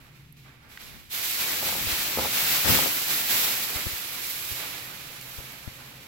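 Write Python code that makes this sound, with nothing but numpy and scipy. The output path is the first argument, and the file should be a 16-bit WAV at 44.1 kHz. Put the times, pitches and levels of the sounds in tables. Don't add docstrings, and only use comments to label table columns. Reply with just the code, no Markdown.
import sys
import numpy as np
from scipy import signal
from scipy.fft import rfft, irfft
from scipy.io import wavfile
from scipy.ndimage import uniform_filter1d

SR = 44100
rng = np.random.default_rng(int(sys.argv[2]) if len(sys.argv) > 2 else 0)


def digitize_waveform(pressure):
    field = np.atleast_2d(pressure).T
    bounded = np.clip(field, -1, 1)
    quanta = np.round(bounded * 32767).astype(np.int16)
    wavfile.write(sys.argv[1], SR, quanta)


N = 267758
TIME = np.arange(N) / SR
HZ = np.maximum(np.fft.rfftfreq(N, 1 / SR), 1)
LEFT_RIGHT = np.array([[.5], [-.5]])


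def undb(db):
    return 10 ** (np.asarray(db) / 20)


def unit(x):
    return x / np.sqrt(np.mean(x ** 2))


def curves(table):
    s, *columns = np.transpose(table)
    return [np.interp(TIME, s, c) for c in columns]


def colour(points):
    hz, db = np.transpose(points)
    return np.interp(np.log(HZ), np.log(hz), db)


def shape(x, response):
    spectrum = rfft(x, 2 * (N // 2))
    return irfft(spectrum * response, N)


def resonance(hz, width_hz):
    return 1 / (1 + 1j * (HZ ** 2 - hz ** 2) / (HZ * width_hz))


def below(hz, order=8):
    return 1 / np.sqrt(1 + (HZ / hz) ** order)


def walk(rate_hz):
    hold = max(int(SR / rate_hz), 2)
    steps = np.repeat(rng.standard_normal(N // hold + 1), hold)
    slewed = uniform_filter1d(uniform_filter1d(steps, hold), hold)
    return 1.3 * slewed[:N]


def slips(rate_hz, spread_db):
    happens = rng.random((3, N)) < rate_hz / SR
    size = undb(spread_db * np.minimum(rng.exponential(size=(3, N)), 5))
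    sign = rng.choice([-1, 1], (3, N))
    return unit(happens * size * sign)


def ports(streams, alike_hz):
    shared = below(alike_hz, order=2)
    return shape(streams[2], shared) + shape(streams[:2], np.sqrt(1 - shared ** 2))


def swell(start_s, rise_s, fade_db_per_s, hold_s=0):
    age_s = TIME - start_s
    attack = np.sin(np.pi / 2 * np.clip(age_s / rise_s, 0, 1)) ** 2
    return attack * undb(-fade_db_per_s * np.maximum(age_s - rise_s - hold_s, 0))


def tiles(sound, t60_s, wet_db):
    age_s = TIME[:SR // 2]
    tail = rng.standard_normal((2, len(age_s))) * undb(-60 * age_s / t60_s) * (age_s > .003)
    tail /= np.linalg.norm(tail, axis=1, keepdims=True)
    return sound + undb(wet_db) * signal.fftconvolve(sound, tail, axes=1)[:, :N]


def house():
    # frequency in Hz, relative density in dB per Hz.
    air_colour = [(25, 4), (45, 1), (70, 8), (100, -3), (175, -1.5), (260, -2.5), (400, -8.5), (700, -39),
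                  (1300, -35), (2300, -9.5), (8000, -49), (16000, -46)]
    # time in seconds, level in dB.
    drone_levels = [(0, -55.5), (.3, -49.5), (.9, -68.5), (2.4, -51), (4.1, -62), (4.7, -54.5),
                    (6.07, -55.5)]
    air_db = -57.5
    drone_db, = curves(drone_levels)
    air = shape(ports(rng.standard_normal((3, N)), alike_hz=556), undb(colour(air_colour)))
    drone = shape(rng.standard_normal(N), resonance(131, 33) ** 2)
    return unit(air) * undb(air_db) + unit(drone) * undb(drone_db)


def buffet():
    # start in seconds, rise in seconds, level in dB.
    billows = [(.77, 0.19, -51.5), (1.58, 0.16, -50), (1.77, 0.071, -41.5), (1.96, 0.036, -47),
               (2.15, 0.031, -39), (2.63, 0.078, -28), (3.24, 0.063, -50), (3.58, 0.033, -58)]
    fade_db_per_s, draught_db = 125, -65
    air = undb(draught_db) + sum(undb(db) * swell(s, rise_s, fade_db_per_s) for s, rise_s, db in billows)
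    eddies = unit(shape(rng.standard_normal((2, N)), resonance(86, 110) * below(230, order=4)))
    return eddies * air * undb(LEFT_RIGHT * 2.8)


def bumps():
    # time in seconds, left peak in dB before the slip roughens it, swing in Hz.
    presses = [(1.874, -24.5, 61.6), (1.93, -27, 65), (3.762, -24, 66), (3.869, -19, 78.4),
               (3.936, -28, 80), (4.52, -26, 70.6), (5.389, -25.5, 66.3), (5.678, -21.5, 91.5)]
    push = np.zeros(N)
    for s, db, hz in presses:
        turns = (TIME - s) * hz
        push += undb(db) * np.cos(2 * np.pi * turns) * np.exp(-np.abs(turns) / 0.34)
    slip = unit(shape(rng.standard_normal(N), resonance(223, 150)))
    return push * (1 + 0.26 * slip) * undb([[0], [-24]])


def creases():
    # time in seconds, peak in dB before panning, centre in Hz, width in Hz,
    # left minus right pan in dB.
    pops = [(.3245, -50, 11900, 1200, -31), (0.774, -28, 1870, 650, -4), (5.2125, -27, 4000, 6000, -3),
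            (5.522, -31, 13200, 4000, -9)]
    out = np.zeros((2, N))
    for s, db, hz, width_hz, pan_db in pops:
        age_s = np.maximum(TIME - s, 0)
        crack = (age_s > 0) * np.exp(-age_s / 0.0016) * rng.standard_normal((3, N))
        both = crack[2] + .5 * crack[:2]
        pop = shape(both, resonance(hz, width_hz) * resonance(hz, 2 * width_hz))
        out += pop / np.abs(pop).max() * undb(db + LEFT_RIGHT * pan_db)
    return out


def case_response():
    # frequency in Hz, width in Hz, relative level in dB.
    modes = [(117, 147, -2.5), (265, 120, 2.5), (407, 123, -0.5), (534, 47, 3.5), (697, 74, -2.5),
             (861, 104, 0), (1284, 112, -2.5)]
    response = 0
    for k, (hz, width_hz, db) in enumerate(modes):
        response = response + (-1) ** k * undb(db) * resonance(hz, width_hz)
    return response * below(1860)


def snags():
    # time in seconds, left peak in dB, right peak in dB, release quickness in Hz.
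    catches = [(1.626, -22, -28, 695), (1.690, -28, -27, 850), (1.724, -28, -27, 895),
               (1.750, -33, -26, 900), (2.171, -18, -20, 416), (2.184, -18, -22, 566),
               (2.192, -25, -18.5, 900), (2.247, -23, -29, 1050), (2.255, -21.5, -29, 800),
               (2.697, -19, -32, 350), (2.788, -14, -36, 865), (2.857, -17, -39, 547),
               (5.401, -42, -35, 500), (5.676, -40, -43, 160)]
    out, body = np.zeros((2, N)), case_response()
    for s, left_db, right_db, hz in catches:
        ring = irfft(body * resonance(hz, 0.82 * hz), N)[:SR // 20]
        start = int(s * SR)
        out[:, start:start + len(ring)] += undb([[left_db], [right_db]]) * ring / np.abs(ring).max()
    return out


def drags():
    # start in seconds, length in seconds, left level in dB, right level in dB,
    # bare scrape in dB re ring.
    strokes = [(1.598, 0.24, -38.5, -39.5, -25), (2.167, 0.13, -34, -32.5, -27), (2.638, 0.12, -27, -53, 5),
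               (2.671, 0.075, -46, -31, 3), (2.74, 0.098, -31.5, -35, 3), (2.818, 0.085, -32.5, -50, 2.5)]
    pressure, bare = np.zeros((2, 2, N))
    for s, length_s, left_db, right_db, scrape_db in strokes:
        envelope = np.interp((TIME - s) / length_s, [0, .12, .7, 1.1], [0.0013, 0.97, 0.66, 0.012])
        press = undb([[left_db], [right_db]]) * envelope
        pressure += press
        bare += press * undb(scrape_db)
    body = case_response()
    judder = ports(slips(rate_hz=1300, spread_db=0.0), alike_hz=595)
    ring = shape(judder * pressure, body) / np.linalg.norm(irfft(body, N))
    scrape = unit(shape(slips(rate_hz=5500, spread_db=4)[:2], resonance(2250, 3000)))
    return ring + scrape * bare * undb(1.8 * walk(120))


def sliding():
    # start in seconds, rise in seconds, hiss level in dB,
    # sheen in dB re hiss, flexing in dB re hiss.
    sweeps = [(0, 0.0033, -57.5, -3, 0), (.13, 0.032, -60.5, -4, -25), (.355, 0.019, -56, -5, -10),
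              (.43, 0.036, -62, -21, 6), (.52, 0.18, -62, -5, 3.5), (.67, .06, -52.5, -0.5, -8),
              (.77, 0.052, -46.5, -1, -6), (1.2, .06, -37, 7, -20), (1.34, 0.071, -35.5, 5, -6.5),
              (1.47, .05, -35.5, 0, -8), (1.58, .1, -35, 4, -8), (1.81, 0.11, -30.5, -1, -8),
              (1.98, 0.052, -37.5, 1, -5), (2.15, .07, -34, -6, -7), (2.28, 0.11, -29.5, 4, -9),
              (2.44, 0.085, -29, 5, -9), (2.641, 0.065, -25.5, 6, -7.5), (3.04, 0.077, -31.5, 6, -9),
              (3.27, 0.043, -29.5, 7.5, -4.5), (3.35, 0.021, -30.5, 2.5, -22), (3.68, 0.076, -41, 4, -3.5),
              (4.06, 0.25, -42.5, 10, -38), (4.3, 0.23, -40, 5, -27), (4.48, 0.14, -39.5, -14, -5),
              (5.14, 0.19, -51, 8.5, -25), (5.33, 0.07, -52.5, 2, -10)]
    sweep_fade_db_per_s = 41.5
    contact_s, attack_s, let_go_s = 1.087, 0.058, 3.306
    slide_db, press_db_per_s, trail_db_per_s = -34.5, 0.63, 7
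    slide_sheen_db, dulling_db_per_s = 4, 2
    slide_flex_db, slackening_db_per_s = -10, 2.5

    pushed_s = np.minimum(TIME, let_go_s) - contact_s
    trailing_s = np.maximum(TIME - let_go_s, 0)
    envelope = swell(contact_s, attack_s, trail_db_per_s, hold_s=let_go_s - contact_s)
    slide = undb(slide_db + press_db_per_s * pushed_s) * envelope
    moves = [(slide, slide_sheen_db - dulling_db_per_s * trailing_s,
              slide_flex_db + slackening_db_per_s * trailing_s)]
    for s, rise_s, db, sheen_db, flex_db in sweeps:
        moves.append((undb(db) * swell(s, rise_s, sweep_fade_db_per_s), sheen_db, flex_db))
    power = 0
    for gain, sheen_db, flex_db in moves:
        power = power + np.array([gain, gain * undb(sheen_db), gain * undb(flex_db)]) ** 2
    hiss_db, sheen_db, flex_db = 10 * np.log10(power + 1e-12)
    return hiss_db, sheen_db - hiss_db, flex_db - hiss_db


def film():
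    # time in seconds, left minus right in dB before a fixed 1.1 dB is added.
    side = [(0, -5.5), (1.25, -4.5), (1.6, -1.5), (2.55, -1.7), (3.05, -3.5), (3.9, -3.5), (4.08, -5),
            (6.07, -6.5)]
    # frequency in Hz, relative density in dB per Hz.
    film_colour = [(100, -13.5), (260, -5.5), (450, -7.5), (1000, -5), (1700, -2), (2350, 1.5), (3100, -.5),
                   (3900, 0.5), (6800, -6.5), (7700, -5), (8900, -12.5), (12200, 2.5), (13600, 1.5),
                   (15700, 0.5)]
    # frequency in Hz, left minus right in dB.
    port_colour = [(200, 2), (700, 3), (1300, -1), (2400, -4), (4400, 1), (8100, 1.5), (12300, -5),
                   (13600, 0), (14800, 11.5)]
    hiss_db, sheen_db, flex_db = sliding()
    pan_db, = curves(side)
    crinkles = undb(-12.0) * slips(rate_hz=900, spread_db=0.5)
    grains = slips(rate_hz=16000, spread_db=1.0) + crinkles
    heard = tiles(ports(grains, alike_hz=610), t60_s=0.14, wet_db=-15.0)
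    sound = shape(heard, undb(colour(film_colour) + LEFT_RIGHT * colour(port_colour)))
    low, not_top = below(1600), below(10150, order=16)
    flex = unit(shape(sound, low)) * undb(flex_db + 1.03 * walk(30))
    hiss = unit(shape(sound, not_top - low)) * undb(0.35 * walk(45))
    hiss = hiss + shape(hiss, 1 - below(4420)) * (undb(0.63 * sheen_db + 0.5) - 1)
    sheen = unit(shape(sound, 1 - not_top)) * undb(sheen_db + 0.48 * walk(60))
    return (flex + hiss + sheen) * undb(hiss_db + .5 * walk(70) + LEFT_RIGHT * (pan_db + 1.1))


def scene():
    return house() + buffet() + bumps() + creases() + snags() + drags() + film()


def record(dry):
    top_hz = 15850
    thinned = signal.sosfilt(signal.butter(1, 22, "high", fs=SR, output="sos"), dry)
    return signal.sosfilt(signal.ellip(12, .1, 75, top_hz, fs=SR, output="sos"), thinned)


dry = scene()
out = record(dry)
digitize_waveform(out)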